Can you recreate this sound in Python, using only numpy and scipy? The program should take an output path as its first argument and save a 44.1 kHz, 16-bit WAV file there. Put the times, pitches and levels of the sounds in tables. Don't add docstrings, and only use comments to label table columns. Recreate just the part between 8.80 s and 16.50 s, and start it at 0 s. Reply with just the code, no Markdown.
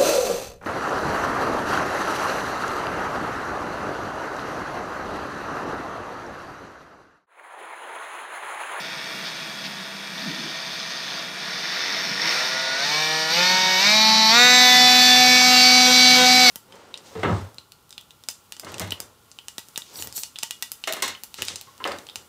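import sys
import numpy as np
from scipy import signal
from scipy.fft import rfft, irfft
from scipy.io import wavfile
from scipy.ndimage import uniform_filter1d

SR = 44100
rng = np.random.default_rng(int(sys.argv[2]) if len(sys.argv) > 2 else 0)


def transcribe(signal):
    frames = np.atleast_2d(signal).T
    limited = np.clip(frames, -1, 1)
    pcm = np.round(limited * 32767).astype(np.int16)
    wavfile.write(sys.argv[1], SR, pcm)


N = 339570

# click_s, turn_rate_hz, motor_lag_s
DIAL_CLICKS = [(0, 66.05, .1), (2.512, 85.6, .084), (2.805, 98.5, .142), (3.386, 133.3, .068),
               (3.934, 159.8, .079), (4.478, 188, .053), (4.972, 221.7, .049), (5.487, 251.6, .038),
               (7.632, 233, .041)]


def hum(turn_hz, turn, hum_db, move_db, effort, count=58, step=32):
    # order, arrival_lift_db, first_db, later_db, change_s, flip_lift_db
    whine_rows = [(1, -2, -28.5, -27, 6.2, 0.1), (2, 7.5, -36.5, -36.5, 6.2, 10.5),
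                  (3, -4.5, -20.5, -23.5, 6.2, 0.5), (4, 5.5, -35.5, -43, 6.4, 11.5),
                  (5, 7, -35, -42, 7.8, -1.5), (6, 17, -36, -34, 6.34, 7), (7, 2.5, -28, -33, 6.58, -1.5),
                  (8, 1.5, -22.5, -35, 6.19, 0.5), (9, 4.5, -28.5, -21, 6.26, -7),
                  (10, 4, -29.5, -37, 6.86, 2), (13, 7, -42, -32.5, 6.3, 7),
                  (14, -20, -17.5, -29.5, 6.52, -4), (15, -2, -21.5, -36.5, 6, 8),
                  (16, 0, -24, -21.5, 6.7, -11), (18, -3, -22.5, -21, 6.8, -8),
                  (19, 7, -42, -27.5, 6.1, -11), (20, -1, -30, -28, 6.25, -6), (22, -16, -26, -32, 6.8, -2)]
    # order, level_db (re full_db)
    full_rows = [(11, -11.5), (12, -13), (17, -15), (21, -12), (23, -13.5), (24, -9.5), (25, -13),
                 (26, -17.5), (27, -23), (28, -20), (29, -17.5), (30, -15.5), (31, -24), (32, -21.5),
                 (33, -37), (34, -41)]
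    # order, level_db, surge_lift_db
    held_lists = [
        [(10, -53.5, 0)],
        [(4, -47, 1.5), (5, -38, -4.5), (11, -31, -7.5), (15, -39, -1)],
        [(1, -45.5, 5), (2, -44.5, -4), (4, -37, -4.5), (5, -38, 3), (6, -34.5, -11), (7, -46.5, 12),
         (11, -31.5, -7), (12, -32.5, -5), (15, -43, 22), (23, -42, 8), (28, -38.5, 8), (54, -54, -9),
         (55, -49, -9)],
        [(1, -41, 9), (2, -42, -7), (3, -37, 1.5), (5, -27, -8), (8, -36, 5), (10, -30.5, 2), (12, -27.5, -3),
         (14, -40, 17), (20, -28.5, 0.5)],
        [(1, -29, -2.5), (2, -53.5, 3), (3, -35, 9), (4, -21.5, -14.5), (5, -31, -11), (6, -38, 1.5),
         (8, -36, 1.5), (9, -34.5, 4), (10, -33, 10), (11, -34, 18), (13, -42, -6), (14, -32, -8), (15, -42, 2),
         (16, -39, -3), (17, -34, -3), (18, -20.5, -5), (19, -30, -5), (20, -23.5, 3), (21, -32, 1.5),
         (22, -33, 1), (23, -32, -3)],
    ]
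    held_rows = (0, 3, 4, 5, 6)
    # centre_hz, width_hz (at half gain), gain_db
    housing = [(200, 210, -24), (338, 115, -21.5), (506, 100, -19), (665, 50, -15), (737, 41, -20.5),
               (911, 120, -15), (1160, 89, -25), (1230, 140, -19.5), (1434, 50, -12.5), (1720, 180, -21),
               (1863, 87, -11), (2250, 84, -12.5), (2320, 100, -15.5), (2510, 190, -19), (2980, 210, -18),
               (3696, 65, -10.5), (3960, 110, -13.5), (4385, 102, -10), (4830, 730, -23.5),
               (5600, 350, -17.5), (6340, 570, -34), (7550, 370, -40), (8770, 550, -38), (10110, 150, -42),
               (13300, 860, -39.5)]
    # centre_s, length_s, depth (factor on the lift)
    flip_rows = [(7.094, 0.025, 0.88), (7.413, 0.047, 1.08)]
    # order, start_s, end_s, level_db
    drone_order, drone_start, drone_end, drone_db = (3, 0.8, 1.5, -48.5)
    settle_lags, hold_on_s, blend_s = 2.93, 0.097, 0.079
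    full_row, full_db, arrival_s, change_s = 7, -22, 0.17, 0.09
    whine_wander_db, strain_rough_db = 2, 5

    s = np.arange(0, N, step) / SR

    def ramp(late):
        return np.clip(late / blend_s + 1, 0, 1)

    def by_order(table):
        return {round(row[0]): row[1:] for row in table}

    whines, others = by_order(whine_rows), by_order(full_rows)
    held_tables = [by_order(table) for table in held_lists]
    rough_db = strain_rough_db * strain(turn_hz)[::step]
    flip = sum(depth * np.exp(-((s - at) / length) ** 4) for at, length, depth in flip_rows)
    late = s - DIAL_CLICKS[full_row][0] - hold_on_s
    full = ramp(late)
    arrival = np.exp(-np.maximum(late, 0) / arrival_s)

    out = 0
    for k in range(1, count + 1):
        drive_db = hum_db[::step] + 2.0 * walk(4.94)[::step]
        gain = resonance(k * turn_hz[::step], housing) * undb(drive_db)

        for row, orders in zip(held_rows, held_tables):
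            if k not in orders:
                continue
            start, _, lag = DIAL_CLICKS[row]
            if row > 0:
                start = start + settle_lags * lag
            end = DIAL_CLICKS[row + 1][0] + hold_on_s
            held = ramp(np.minimum(s - start, end - s))
            level_db, lift_db = orders[k]
            gain = (1 - held) * gain + held * undb(level_db + lift_db * effort[::step])

        if k == round(drone_order):
            drone = ramp(np.minimum(s - drone_start, drone_end - s)) * undb(drone_db)
            gain = np.maximum(gain, drone)

        if k in whines:
            arrival_db, first_db, later_db, at, flip_db = whines[k]
            db = first_db + (later_db - first_db) / (1 + np.exp((at - s) / change_s))
            db = db + arrival_db * arrival + flip_db * flip
            db = db + whine_wander_db * min(k / 8, 1) * walk(8.)[::step]
            gain = (1 - full) * gain + full * undb(db)
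        elif k in others:
            db = full_db + others[k][0] + 3.3 * walk(6.)[::step]
            gain = (1 - full) * gain + full * undb(db)

        cage_turn = .22 * turn[::step] + rng.uniform()
        cage = 1 + 0.084 * min(k / 14, 1) * np.sin(2 * np.pi * cage_turn)
        shift_db = move_db[::step] + 1.35 * walk(20.)[::step] + rough_db * walk(45.)[::step]
        gain = np.repeat(gain * cage * undb(shift_db), step)[:N]
        out = out + gain * np.sin(2 * np.pi * (k * turn + rng.uniform()))
    return np.sqrt(2) * out


def knocks(turn, depth, weak=0.94, tail=0.41, limp=0.24, scatter_db=2.5):
    half = (2 * turn).astype(int)
    n = np.arange(half[-1] + 1)
    size = undb(scatter_db * rng.standard_normal(len(n)))
    size = size * np.where(n % 2, weak, 1) * np.where(n % 4, 1, 1 + limp)
    phase = 2 * turn - half
    burst = unit(size[half] * phase * np.exp(-phase / tail) * (1 - phase))
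    depth = np.clip(depth, 0, 1)
    return (1 - depth + depth * burst) / np.sqrt(1 - .4 * depth * (1 - depth))


def rattle(turn_hz, turn, depth):
    # frequency_hz, density_db (per Hz)
    slow_colour = [(200, -50), (320, -11), (500, -9.5), (900, -6.5), (1300, -5.5), (1900, -8.5),
                   (2800, -5.5), (3300, -4.5), (4200, -2), (5400, -4.5), (6500, -10.5), (8000, -41),
                   (11000, -52)]
    # frequency_hz, density_db (per Hz)
    fast_colour = [(200, -41), (400, -23), (800, -13), (1500, -13), (2200, -8.5), (3200, -11), (3700, -2.5),
                   (4800, -1.5), (6200, -6.5), (6700, -14), (8000, -17.5), (11000, -79)]
    # centre_hz, width_hz (at half gain), gain_db
    fork = [(652, 48, 0), (1440, 38, 1.5), (1790, 290, 2.5), (2370, 54, 3.5), (3560, 320, 4),
            (4260, 91, -1.5), (4660, 43, 8), (5170, 570, -3), (6240, 51, 7)]
    split_hz = 2800
    fast = np.clip((turn_hz - 110) / 120, 0, 1)
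    parts = []
    for share, side in ((.7, 0), (1.4, 1)):
        noise = knocks(turn, share * depth) * rng.standard_normal(N)
        slow_sound = unit(colour(noise, slow_colour, fork))
        fast_sound = unit(colour(noise, fast_colour))
        both = (1 - fast) * slow_sound + fast * fast_sound
        parts.append(halves(both, split_hz)[side])
    return parts


def blade(turn_hz, turn):
    # centre_hz, width_hz (at half gain), gain_db
    blade_modes = [(1950, 570, -2), (5400, 560, -2)]
    blows = knocks(turn, 0.69, limp=1.1, scatter_db=1.0) ** 1.25
    blows = blows * np.sign(rng.standard_normal(N))
    hz = np.arange(N // 2 + 1) * SR / N
    ring = irfft(rfft(blows) * resonance(hz, blade_modes), N)
    return unit(ring) * np.exp(-((turn_hz - 105) / 30) ** 2)


def garage(x):
    t60_s, level_db = .3, -12
    t = np.arange(SR // 2) / SR
    tail = rng.standard_normal(len(t)) * np.exp(-np.log(1000) * t / t60_s) * (t > .004)
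    tail = tail / np.sqrt(np.sum(tail ** 2))
    return x + undb(level_db) * signal.fftconvolve(x, tail)[:N]


def fan_hiss(gate):
    # frequency_hz, density_db (per Hz)
    fan_colour = [(5000, -25), (7000, -5), (8000, -9.5), (8700, -2.5), (9300, -7.5), (10300, -13.5),
                  (11200, -29), (12200, -5), (13200, -4), (14000, -13), (15100, -16)]
    return halves(colour(gate ** 0.8 * rng.standard_normal(N), fan_colour), 10600)


def controller(turn):
    # time_s, level_db
    sing_levels = [(0, -48), (.7, -45), (1.6, -51), (2.5, -45.5), (3, -71), (3.5, -64), (4, -79)]
    pitch_hz = 3338.5
    t = np.arange(N) / SR
    tone = 0
    for k, db in enumerate((0.0, -17, -30), start=1):
        tone = tone + undb(db) * np.sin(2 * np.pi * k * pitch_hz * t)
    shake = 1 + 0.31 * np.sin(2 * np.pi * turn)
    return np.sqrt(2) * undb(curves(sing_levels)[0]) * shake * tone


def slides(gate):
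    # centre_s, peak_db (before the pulsing), length_s, centre_hz, width_hz
    slide_rows = [(.47, -33.5, 0.019, 4200, 2000), (0.86, -33.5, 0.015, 3800, 3000),
                  (1.482, -32, 0.032, 220, 139), (1.613, -40, 0.065, 255, 200),
                  (3.297, -38, 0.043, 179, 100)]
    t, out = np.arange(N) / SR, 0
    for s, db, length, hz, width in slide_rows:
        band = [(hz - width, -30), (hz - width / 2, 0), (hz + width / 2, 0),
                (hz + width, -20), (4 * hz, -60)]
        band = [(max(f, 20), g) for f, g in band]
        rub = unit(colour(rng.standard_normal(N), band))
        out = out + undb(db) * np.exp(-.5 * ((t - s) / length) ** 2) * rub
    return gate * out


def hand_rumble():
    return unit(colour(rng.standard_normal(N), [(20, 5), (100, 7.5), (180, 8.5), (300, 0.5), (500, -19.0)]))


def follow(values, slower=1, creep=0):
    creep_s = .82
    t, out = np.arange(N) / SR, np.full(N, 1. 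* values[0])
    for (s, _, lag), step in zip(DIAL_CLICKS[1:], np.diff(values)):
        u = np.maximum(t - s, 0)
        x = u / (lag * slower)
        missing = (1 - creep) * (1 + x) * np.exp(-x) + creep * np.exp(-u / creep_s)
        out = out + step * (1 - missing)
    return out


def surge(strengths):
    lags_to_peak = 2.33
    t, out = np.arange(N) / SR, 0
    for strength, (s, _, lag) in zip(strengths, DIAL_CLICKS):
        u = np.maximum(t - s, 0) / (lags_to_peak * lag)
        out = out + strength * (u * np.exp(1 - u)) ** 1.8
    return out


def strain(turn_hz):
    scale_per_s = 2.1
    return np.tanh(np.abs(np.gradient(np.log(turn_hz))) * SR / scale_per_s)


def undb(db):
    return 10 ** (np.asarray(db) / 20)


def unit(x):
    return x / np.sqrt(np.mean(x ** 2))


def curves(table):
    s, *columns = np.transpose(table)
    return [np.interp(np.arange(N) / SR, s, c) for c in columns]


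def walk(rate):
    k = int(SR / rate)
    held = np.repeat(rng.standard_normal(N // k + 1), k)
    return 1.36 * uniform_filter1d(uniform_filter1d(held, k), k)[:N]


def resonance(hz, modes):
    power = 0
    for f, w, db in modes:
        power = power + undb(2 * db) / (1 + (2 * (hz - f) / w) ** 2) ** 2
    return np.sqrt(power)


def colour(x, points, modes=None):
    hz = np.arange(N // 2 + 1) * SR / N + 1
    point_hz, point_db = np.array(points).T
    gain = undb(np.interp(np.log(hz), np.log(point_hz), point_db))
    if modes:
        gain = gain * (1 + 1.07 * resonance(hz, modes))
    return irfft(rfft(x) * gain, N)


def halves(x, hz):
    low = colour(x, [(hz, 0), (hz + 60, -40)])
    return unit(low), unit(x - low)


def scene():
    # rattle_db, bright_db (re dull part),
    # hum_db (before the housing), fan_db, top_hiss_db, rumble_db, knock_depth (0-1), surge (0-1)
    setting_rows = [(-34, 1.5, -41, -54.5, -65, -44, 0.23, 0.1), (-31, 3.5, -37, -54, -55, -44.5, 0, 0.17),
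                    (-29.5, 2.5, -30, -46, -57, -43.5, 0.27, 0.13),
                    (-28.5, 2, -29.5, -49, -59, -45, 0.15, 1.),
                    (-28.5, 5.5, -21.5, -48, -46, -45, 0.36, 0.72), (-23, 6, -18, -51, -43, -41, 0, 0.49),
                    (-22, 5.5, -13.5, -55, -43, -34.5, 0.4, 0.54),
                    (-19, 4.5, -7, -35.5, -35.5, -35.5, 0.44, 0), (-14, -5, -13, -30, -41, -36, 0.2, 0.6)]
    # time_s, level_db, bright_db (of the rattle)
    move_rows = [(0, 1.7, -2.5), (.45, 1.5, -1.5), (.8, -0.7, -0.5), (1.3, -0.5, -2), (1.4, 1.1, 1.5),
                 (2.2, 0.9, 3), (2.38, 3, 1.5), (2.55, -0.5, -1), (3.06, 0.9, 1), (3.3, -1, 0.5),
                 (3.9, 0.1, 0.3), (4.45, -1, 0.3), (4.95, -0.5, -0.4), (5.45, -0.5, -0.5), (6.1, -0.14, -1),
                 (6.8, -0.16, -0.5), (7.3, -0.5, 1.5), (7.7, -0.1, -0.5)]
    # frequency_hz, gain_db
    side_gain = [(20, -110), (4800, -95), (5900, -36), (7000, -19), (9500, -13), (11000, -7), (15000, -7)]
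    air_lag = 2.8

    (rattle_db, bright_db, hum_db, fan_db, top_db,
     rumble_db, depth, strengths) = np.transpose(setting_rows)
    turn_hz = follow(np.transpose(DIAL_CLICKS)[1], creep=.053)
    turn = np.cumsum(turn_hz) / SR
    effort, depth = surge(strengths), follow(depth)
    move_db, facing_db = curves(move_rows)
    gate = knocks(turn, depth)

    dull, bright = rattle(turn_hz, turn, depth)
    parts = dull + undb(follow(bright_db) + facing_db) * bright + undb(4.0) * blade(turn_hz, turn)
    clatter_db = follow(rattle_db) + 3.5 * effort + 2.5 * strain(turn_hz) + move_db - 6.0
    clatter = garage(undb(clatter_db) * parts)

    fan, top = fan_hiss(gate)
    hiss = fan * undb(follow(fan_db, air_lag) + 4.5 * effort)
    hiss = hiss + top * undb(follow(top_db, air_lag) + 7 * effort + 1.7 * walk(14.))

    tool = clatter + hum(turn_hz, turn, follow(hum_db) + 4 * effort, move_db, effort) + hiss
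    rumble = hand_rumble() * undb(follow(rumble_db) + 1.0 * walk(12.0))
    mid = tool + controller(turn) + slides(gate) + rumble
    side = colour(np.roll(tool, 900), side_gain)
    return np.array([mid + side, mid - side])


def record(dry):
    # frequency_hz, gain_db (on white noise)
    room_rumble = [(20, -64), (60, -50), (110, -66), (200, -90)]
    low_hz, top_hz = 144, 15200
    mid = dry.mean(axis=0)
    rounded = dry - mid + np.tanh(0.93 * mid) / 0.87
    bass_cut = signal.butter(10, low_hz, "high", fs=SR, output="sos")
    heard = signal.sosfilt(bass_cut, rounded)
    heard = heard + colour(rng.standard_normal(N), room_rumble)
    top_cut = signal.ellip(12, .2, 80, top_hz, fs=SR, output="sos")
    return signal.sosfilt(top_cut, heard)


dry = scene()
out = record(dry)
transcribe(out)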